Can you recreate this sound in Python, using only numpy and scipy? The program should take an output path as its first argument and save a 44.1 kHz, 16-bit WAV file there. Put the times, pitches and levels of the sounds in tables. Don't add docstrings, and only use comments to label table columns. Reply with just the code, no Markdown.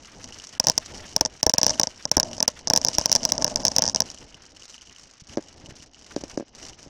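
import sys
import numpy as np
from scipy import signal
from scipy.fft import rfft, irfft
from scipy.io import wavfile
from scipy.ndimage import uniform_filter1d, minimum_filter1d

SR = 44100
rng = np.random.default_rng(int(sys.argv[2]) if len(sys.argv) > 2 else 0)


def volts_from_db(level):
    exponent = np.asarray(level, float) / 20
    return 10 ** exponent


def unload_audio(sound):
    columns = np.transpose(np.atleast_2d(sound))
    steps = np.round(np.clip(columns, -1, 1) * 32767)
    wavfile.write(sys.argv[1], SR, steps.astype(np.int16))


N = 303849

# t/s, jiggle of the mesh level/dB, coarseness of the ground level/dB
ROLLING = [(0, -54.5, -57), (.38, -51, -55.5), (.7, -52.5, -56.5), (.95, -46, -49.5), (1.33, -53.5, -53.5),
           (1.55, -50.5, -66), (1.9, -49.5, -55.5), (2.1, -53.5, -59.5), (2.47, -49.5, -53),
           (2.66, -55, -54.5), (2.85, -44, -45), (3.23, -42.5, -43.5), (3.6, -48.5, -43),
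           (3.8, -43.5, -48.5), (4.0, -47.5, -47.5), (4.3, -56.5, -60.5), (5.2, -57, -64), (6.89, -56, -57)]
# centre t/s, half length t/s, jiggle change level/dB, coarseness change level/dB
GROUND_PATCHES = [(0.258, 0.056, -1, 7), (1.707, 0.16, 7.5, 19.5), (2.267, 0.23, 5, 13),
                  (3.02, 0.16, 1, -4), (4.76, 0.15, 4, 0.5), (5.331, 0.095, 8.5, 12), (5.655, 0.27, 1, 8.5),
                  (5.904, 0.072, -6, -1), (6.227, 0.21, 5, 10), (6.502, 0.1, -6.5, -3),
                  (6.638, 0.12, 12, 9.5)]
# f/Hz, level/dB (per Hz)
WHEEL_SPECTRUM = [(15, 1), (30, -1), (75, 4.5), (130, -3), (260, -1.5), (450, -6), (900, -9.5), (1500, -35),
                  (3000, -63)]
# f/Hz, width f/Hz, level/dB
BASKET_MODES = [(252, 39, 19), (564, 16, 2), (690, 85, -6), (850, 37, -19)]
# f/Hz, level/dB
WIRE_SPECTRUM = [(1500, -8), (2500, -7.5), (3500, -6.5), (4500, -0.5), (5700, 6), (6500, 1.5), (7500, -6),
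                 (9000, -14), (11000, -27.5), (13000, -28.5), (16000, -68)]
# t/s, level/dB
WIRE_TICKS = [(0.1834, -38), (0.242, -29), (0.2882, -34), (0.3862, -29), (0.44, -28), (0.4707, -28.5),
              (0.492, -31), (0.7167, -26), (0.8602, -23), (2.3316, -26.5), (2.5916, -30.5), (2.9326, -20.5),
              (3.3338, -31), (3.4106, -36), (3.4987, -24), (4.1016, -25), (4.1145, -28.5), (4.1453, -29),
              (4.655, -32.5), (4.996, -34), (5.3715, -22.5), (5.8238, -32), (6.0646, -32), (6.121, -35),
              (6.1624, -22), (6.238, -27), (6.2982, -30), (6.3741, -22), (6.55, -32), (6.665, -28),
              (0.0555, -37), (0.2332, -33), (0.3534, -39), (0.4202, -35), (3.265, -26),
                       (3.4242, -34), (3.6174, -31.5), (4.058, -33), (4.1855, -34.5), (4.4212, -36.5),
                       (4.564, -37.5), (4.633, -37), (5.0376, -39), (5.1114, -37.5), (5.1363, -37),
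                       (5.2036, -37), (5.288, -39), (5.3608, -34), (5.4254, -37), (5.5276, -37),
                       (5.8614, -40.5), (6.1876, -41), (6.2806, -35), (6.3136, -33), (6.3987, -34),
                       (6.685, -31), (6.6967, -35), (6.829, -35.5), (6.849, -42)]
# t/s, level/dB
LONG_WIRE_TOUCHES = [(0.0478, -41.5), (0.242, -39.5), (0.324, -36), (0.3988, -36), (0.551, -39),
                     (0.7158, -41), (2.331, -36.5), (3.3338, -49), (3.971, -34), (4.0883, -41),
                     (4.1754, -41), (4.214, -45), (4.3253, -48), (4.3437, -38.5), (4.568, -42),
                     (4.622, -40), (4.7426, -37), (4.78, -40.5), (4.8114, -43), (4.872, -45), (4.896, -43),
                     (4.962, -41.5), (5.295, -42), (5.3364, -44), (5.4386, -50), (5.6598, -41.5),
                     (5.7086, -50), (5.8037, -46.5), (5.9456, -43.5), (6.732, -43)]
# t/s, level/dB
WHEEL_BUMPS = [
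    (.27, -38),
    (1.47, -23),
    (4.35, -44),
    (5.22, -38),
    (5.3, -39),
    (5.639, -38),
    (5.69, -32.5),
    (5.72, -37),
    (5.8, -42.5),
    (6.87, -39),
]
# t/s, level/dB
FRAME_THUDS = [(1.2121, -19), (1.4668, -11.5), (1.541, -31), (1.634, -25.5), (1.7992, -19.5),
               (2.171, -11.5), (2.7383, -26), (2.986, -19.5), (5.373, -12), (5.3817, -16.5),
               (5.3916, -26.5), (5.686, -37), (5.708, -39), (6.164, -14), (6.178, -28), (6.2137, -35),
               (6.237, -23), (6.3758, -13.5), (6.3982, -22), (6.407, -23), (6.425, -30), (6.862, -39),
               (6.873, -43)]
# f/Hz, relative size, t60 t/s
FRAME_MODES = [(310, 0.85, 0.026), (403, 0.51, 0.021), (543, 0.45, 0.028), (1590, 0.056, 0.027)]
# t/s, blow above overload level/dB
SCATTERED_KNOCKS = [(0.5995, 6.5), (0.67, 6), (0.6848, -3), (0.6984, 9.5), (0.779, -1.5), (1.1638, 5),
                    (1.2102, 19), (1.2514, -6), (1.4304, 8), (1.4661, 31), (1.4963, 1), (1.5381, 11),
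                    (1.5827, 10.5), (1.6153, -5), (1.6316, 7), (1.6656, 12.5), (1.6953, -5), (1.7064, -7.5),
                    (1.7975, 14.5), (1.8142, -8.5), (1.8334, -3), (1.8716, -8.5), (2.054, -7), (2.1155, 6),
                    (2.1692, 29), (2.1994, 5), (2.231, -6), (2.4039, -4.5), (2.4275, 1.5), (2.4795, 7)]
# t/s, blow above overload level/dB
COARSE_STRETCH_KNOCKS = [(2.6733, -5), (2.7011, 6.5), (2.7359, 11), (2.7619, -1), (2.775, 1), (2.8487, 1.5),
                         (2.8851, -2.5), (2.9842, 24), (3.0584, 4), (3.1171, 1), (3.0959, -10.5),
                         (3.1524, 6), (3.161, -5.5), (3.2521, 3), (3.321, 1.5), (3.3803, -8), (3.4452, 2.5),
                         (3.5593, -3), (3.6517, 7), (3.6712, -10), (3.682, -3.5), (3.7642, -1.5),
                         (3.7842, 8), (3.822, -2), (3.839, -5.5), (3.8781, -5), (3.9476, -6),
                         (3.9606, -3.5), (4.0045, 4.5), (4.02, -8.5)]
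# t/s, blow above overload level/dB,
# thump level/dB
TOUCHES_WITH_THUMP = [(0.6412, -13, -26), (0.647, -14, -29), (1.2595, -10.5, -21.5), (1.6445, -8.5, -28),
                      (1.6804, -11, -27), (1.6827, -14, -38), (1.7031, -8.5, -31), (2.18, -12, -14.5),
                      (2.381, -18.5, -29), (2.6808, -12.5, -41), (2.7522, -13, -21), (2.8154, -12.5, -30.5),
                      (2.866, -12, -24), (2.8724, -11, -27), (2.9504, -11, -45), (2.9949, -12, -37),
                      (3.013, -12, -22), (3.1274, 14, -44), (3.167, -14, -31), (3.2323, -9.5, -31),
                      (3.239, -15.5, -38), (3.2907, -12.5, -26.5), (3.4787, -11, -22), (3.667, -7, -38),
                      (3.7169, -13.5, -25), (3.7919, -8, -19.5), (3.8543, -10, -27), (3.8646, -9, -26),
                      (3.8871, -11, -26.5), (3.8971, -9, -28)]
# f/Hz, signed size, t60 t/s
HOUSING_MODES = [(106, 0.27, 0.029), (254, -0.64, 0.016), (521, -0.49, 0.028), (615.7, -0.21, 0.07),
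                 (903, 0.66, 0.02), (1065, -0.1, 0.064), (1664, 0.32, 0.011)]
# f/Hz, size, t60 t/s
SHELL_MODES = [(2650, 0.06, 0.0026), (3940, 0.014, 0.0028), (6600, 0.03, 0.0011), (10100, 0.044, 0.01),
               (12170, 0.13, 0.0052), (15800, 0.01, 0.0012)]
# upper band edge f/Hz, level/dB below which sound is lost beside a
# knock, level/dB below which it is always lost
DROPOUT_BANDS = [(1570, -51, -95), (3440, -48.5, -90), (4630, -50.5, -91), (6700, -46.5, -85),
                 (9040, -46.5, -75), (16000, -53.5, -81)]

PORT_HZ, WIRE_HZ = 5613, 2968
COARSE_DB = -51
RUMBLE_EASE = 0.26
HUM_DB, SWISH_DB = -1.5, -2.5
HUM_SLOPE, SWISH_FADE = 1.34, 2.1
PING_TICK_DB = 4
BUMP_HZ, BUMP_T60_S = 150, 0.037
JOLT_HZ, JOLT_T60_S, JOLT_DB, JOLT_SLOPE = 75, 0.038, -43.5, 0.98
BODY_DB, BODY_SLOPE, BODY_FULL_DB = -19, 0.47, 15
REBOUND_MS, REBOUND_SPREAD_MS, REBOUND_DB, REBOUND_BODY_DB = 5.2, 1.3, -20.5, -12
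JITTERS = 260
JITTER_DB, JITTER_SLOPE, JITTER_BODY_DB = -38.5, 1.9, -9.5
SLOT_S, SLOT_OFFSET = 1024 / 48000, .24
TOP_HZ = 16700


def unit(x):
    return x / np.sqrt(np.mean(x ** 2))


def colour(x, table):
    hz, db = np.transpose(table)
    grid = np.log(np.arange(len(x) // 2 + 1) * SR / len(x) + 1)
    gain = volts_from_db(np.interp(grid, np.log(hz), db))
    return irfft(rfft(x) * gain, len(x))


def band(x, hz, width):
    return signal.lfilter(*signal.iirpeak(hz, hz / width, fs=SR), x)


def ring(modes, length):
    t = np.arange(int(length * SR)) / SR
    return sum(g * np.sin(2 * np.pi * hz * t) * np.exp(-np.log(1000) * t / t60) for hz, g, t60 in modes)


def blows(s, db):
    return np.bincount(np.clip((s * SR).astype(int), 0, N - 1), volts_from_db(db), N)


def smear(x, response):
    return signal.fftconvolve(x, response)[:N]


def fade(t60):
    return np.exp(-np.log(1000) * np.arange(int(t60 * SR)) / (t60 * SR))


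def walk(rate):
    k = int(SR / rate)
    held = np.repeat(rng.standard_normal(N // k + 1), k)
    slewed = uniform_filter1d(uniform_filter1d(held, k), k)
    return unit(slewed[:N])


def ground():
    t = np.arange(N) / SR
    s, *columns = np.transpose(ROLLING)
    levels = np.array([np.interp(t, s, c) for c in columns])
    for at, half, jiggle_db, coarse_db in GROUND_PATCHES:
        presence = np.clip(1 - np.abs(t - at) / half, 0, 1)
        levels += presence * np.array([[jiggle_db], [coarse_db]])
    return levels


def wheels(rumble_db, swish_db):
    rumble = unit(colour(rng.standard_normal(N), WHEEL_SPECTRUM)) * volts_from_db(2.6 * walk(25))
    hiss = band(band(rng.standard_normal(N), 1660.0, 2300.0), 1760.0, 3100.0)
    swish = unit(hiss) * volts_from_db(4.6 * walk(90))
    return volts_from_db(rumble_db + 2.5) * rumble + volts_from_db(swish_db - 3.0) * swish


def basket(db):
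    shake = rng.standard_normal(N) * volts_from_db(3.6 * walk(60))
    hum = unit(sum(volts_from_db(g) * band(shake, hz, w) / np.sqrt(w) for hz, w, g in BASKET_MODES))
    mesh = unit(band(shake, 629.0, 26.0) + band(shake, 602.3, 14.0)) * volts_from_db(.5 * (db + 39.0))
    return volts_from_db(db - 5.5) * band(hum + mesh, 580.0, 940.0)


def burst(envelope):
    noise = rng.standard_normal(N)
    return colour(envelope * noise, WIRE_SPECTRUM) / np.std(colour(noise, WIRE_SPECTRUM))


def wires(hits, low_hits):
    tick = burst(0.36 * smear(hits, fade(0.0049)) + 0.3 * smear(hits, fade(0.037)))
    low = smear(low_hits, ring([(WIRE_HZ, 1.1, .028), (2850, .8, .024), (3090, .7, .02)], .06))
    return tick + band(low, WIRE_HZ, 716.0)


def rattle(db):
    touches = 1400
    where = rng.random(touches) * N / SR
    size = np.minimum(rng.exponential(size=touches), 4)
    low = rng.standard_normal(touches)
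    ticks = wires(blows(where, 3.5 * size), blows(where, 2.5 * size + 4.0 * low - 15))
    blur = burst(volts_from_db(3.5 * walk(45)))
    shake = rng.standard_normal(N) * volts_from_db(6.5 * walk(250))
    buzz = unit(band(band(shake, PORT_HZ, 1000.), PORT_HZ, 1000.))
    return volts_from_db(db) * (volts_from_db(1.0) * unit(ticks) + volts_from_db(-11.0) * blur + volts_from_db(1.8 * (db + 41.5)) * buzz)


def bumps():
    s, db = np.transpose(WHEEL_BUMPS)
    pulse = ring([(BUMP_HZ, 1, BUMP_T60_S), (0.59 * BUMP_HZ, .6, BUMP_T60_S)], .08)
    return smear(smear(blows(s, db), pulse), np.hanning(60) / 30)


def thuds():
    s, db = np.transpose(FRAME_THUDS)
    flexing = smear(smear(blows(s, db + 3.0), ring(FRAME_MODES, .08)), np.hanning(12) / 7.1)
    return signal.sosfilt(signal.butter(2, 200., "high", fs=SR, output="sos"), flexing)


def jolts():
    s, blow_db = np.transpose(SCATTERED_KNOCKS + COARSE_STRETCH_KNOCKS)
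    return smear(blows(s + 0.0013, JOLT_DB + JOLT_SLOPE * blow_db), ring([(JOLT_HZ, -1, JOLT_T60_S)], .1))


def strikes():
    s, blow_db = np.transpose(SCATTERED_KNOCKS + COARSE_STRETCH_KNOCKS)
    body_db = BODY_DB + BODY_SLOPE * np.minimum(blow_db, BODY_FULL_DB)
    c = rng.standard_normal((3, len(s)))
    rebound_s = s + (REBOUND_MS + REBOUND_SPREAD_MS * np.clip(c[0], -2, 2)) / 1000
    rebound_db = np.minimum(blow_db, 0) + REBOUND_DB + 2.5 * c[1]
    rebound_body_db = body_db + REBOUND_BODY_DB + 4.0 * c[2]
    graze_s, graze_db, graze_body_db = np.transpose(TOUCHES_WITH_THUMP)
    chance, size = rng.random(JITTERS) * (N - 1), rng.standard_normal(JITTERS)
    coarse_db = ground()[1, chance.astype(int)] - COARSE_DB
    jitter_db = JITTER_DB + JITTER_SLOPE * coarse_db + 5.2 * size
    return (np.r_[s, rebound_s, graze_s, .001 + chance / SR],
            np.r_[blow_db, rebound_db, graze_db, jitter_db],
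            np.r_[body_db, rebound_body_db, graze_body_db, jitter_db + JITTER_BODY_DB])


def knocks():
    s, blow_db, body_db = strikes()
    peak_db = np.minimum(blow_db, -1.2)
    contact_ms = .8 + .03 * np.clip(blow_db + 3.0, 0, 15)
    rise_ms = .06 - 0.012 * peak_db
    out, ms = np.zeros(N + 8192), np.arange(256) * 1000 / SR
    chance = rng.standard_normal((len(s), 1 + len(HOUSING_MODES)))
    for t, db, hold, rise, thump_db, c in zip(s, peak_db, contact_ms, rise_ms, body_db, chance):
        start = int((t - .0001) * SR)
        shape = (1 - np.exp(-ms / rise)) * np.exp(-ms / 5.0) / (1 + np.exp((ms - hold) / .1))
        port_hz = PORT_HZ * (1 + 0.0042 * c[0])
        out[start:start + len(ms)] -= 1.104 * volts_from_db(db) * shape * np.sin(2 * np.pi * port_hz * ms / 1000)
        modes = [(hz * (1 + 0.027 * k), g, t60) for (hz, g, t60), k in zip(HOUSING_MODES, c[1:])]
        thump = ring(modes, 0.13)
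        out[start:start + len(thump)] += volts_from_db(thump_db + 0.5) * thump
    shell = smear(blows(s - .0001, 8.8 * peak_db + 8.0), ring(SHELL_MODES, .02))
    chatter = smear(blows(s, peak_db - 24.5), fade(0.03)) * volts_from_db(5.0 * walk(400))
    return out[:N] + shell + burst(chatter)


def scene():
    jiggle_db, ground_db = ground()
    coarse = np.maximum(ground_db - COARSE_DB, 0)
    rolling = wheels(ground_db - RUMBLE_EASE * coarse, jiggle_db + SWISH_DB - SWISH_FADE * coarse)
    rolling += basket(ground_db + HUM_DB + HUM_SLOPE * coarse)
    rolling += rattle(jiggle_db)
    at, tick_db = np.transpose(WIRE_TICKS)
    low_at, low_db = np.transpose(LONG_WIRE_TOUCHES)
    hits = blows(at, tick_db + 0.5) + blows(low_at, low_db + PING_TICK_DB)
    ticks = wires(hits, blows(low_at, low_db - 2.0))
    return (rolling + ticks + bumps() + thuds() + jolts() + knocks())[None]


def dropout_slots():
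    thud_blows = [(t - .002, db + 6) for t, db in FRAME_THUDS]
    s, blow_db = np.transpose(SCATTERED_KNOCKS + COARSE_STRETCH_KNOCKS + thud_blows)
    start = (np.floor(s / SLOT_S - SLOT_OFFSET) + SLOT_OFFSET) * SLOT_S
    depth_db = np.minimum(2.27 * (blow_db + 7.0), 0)
    depth = np.cumsum(blows(start, depth_db) - blows(start + SLOT_S, depth_db))
    return np.clip(uniform_filter1d(depth, size=48), 0, 1)


def drop_quiet(x):
    slots, out, below = dropout_slots(), x, 0
    for hz, keep_db, faint_db in DROPOUT_BANDS:
        low = signal.sosfiltfilt(signal.butter(6, hz, fs=SR, output="sos"), x)
        part, below = low - below, low
        size = uniform_filter1d(np.abs(part), size=180)
        lost_beside = slots / (1 + (size / volts_from_db(keep_db)) ** 6)
        lost_always = 1 / (1 + (size / volts_from_db(faint_db)) ** 6)
        out = out - part * np.maximum(lost_beside, lost_always)
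    return out


def top_cut(x):
    return signal.sosfilt(signal.butter(12, 17320, fs=SR, output="sos"), x)


def record(dry):
    x = np.clip(dry[0], -.79, .84)
    near = uniform_filter1d(-minimum_filter1d(-np.abs(x), size=240), size=60)
    hiss = colour(rng.standard_normal(N), [(500, -3), (5500, 1), (9000, -3.5), (16000, -17.5)])
    x = x + volts_from_db(-27.0) * near ** 3 * hiss
    x = signal.sosfilt(signal.ellip(8, .2, 70, TOP_HZ, fs=SR, output="sos"), x)
    mix = drop_quiet(x)[None]
    return top_cut(mix)


dry = scene()
out = record(dry)
unload_audio(out)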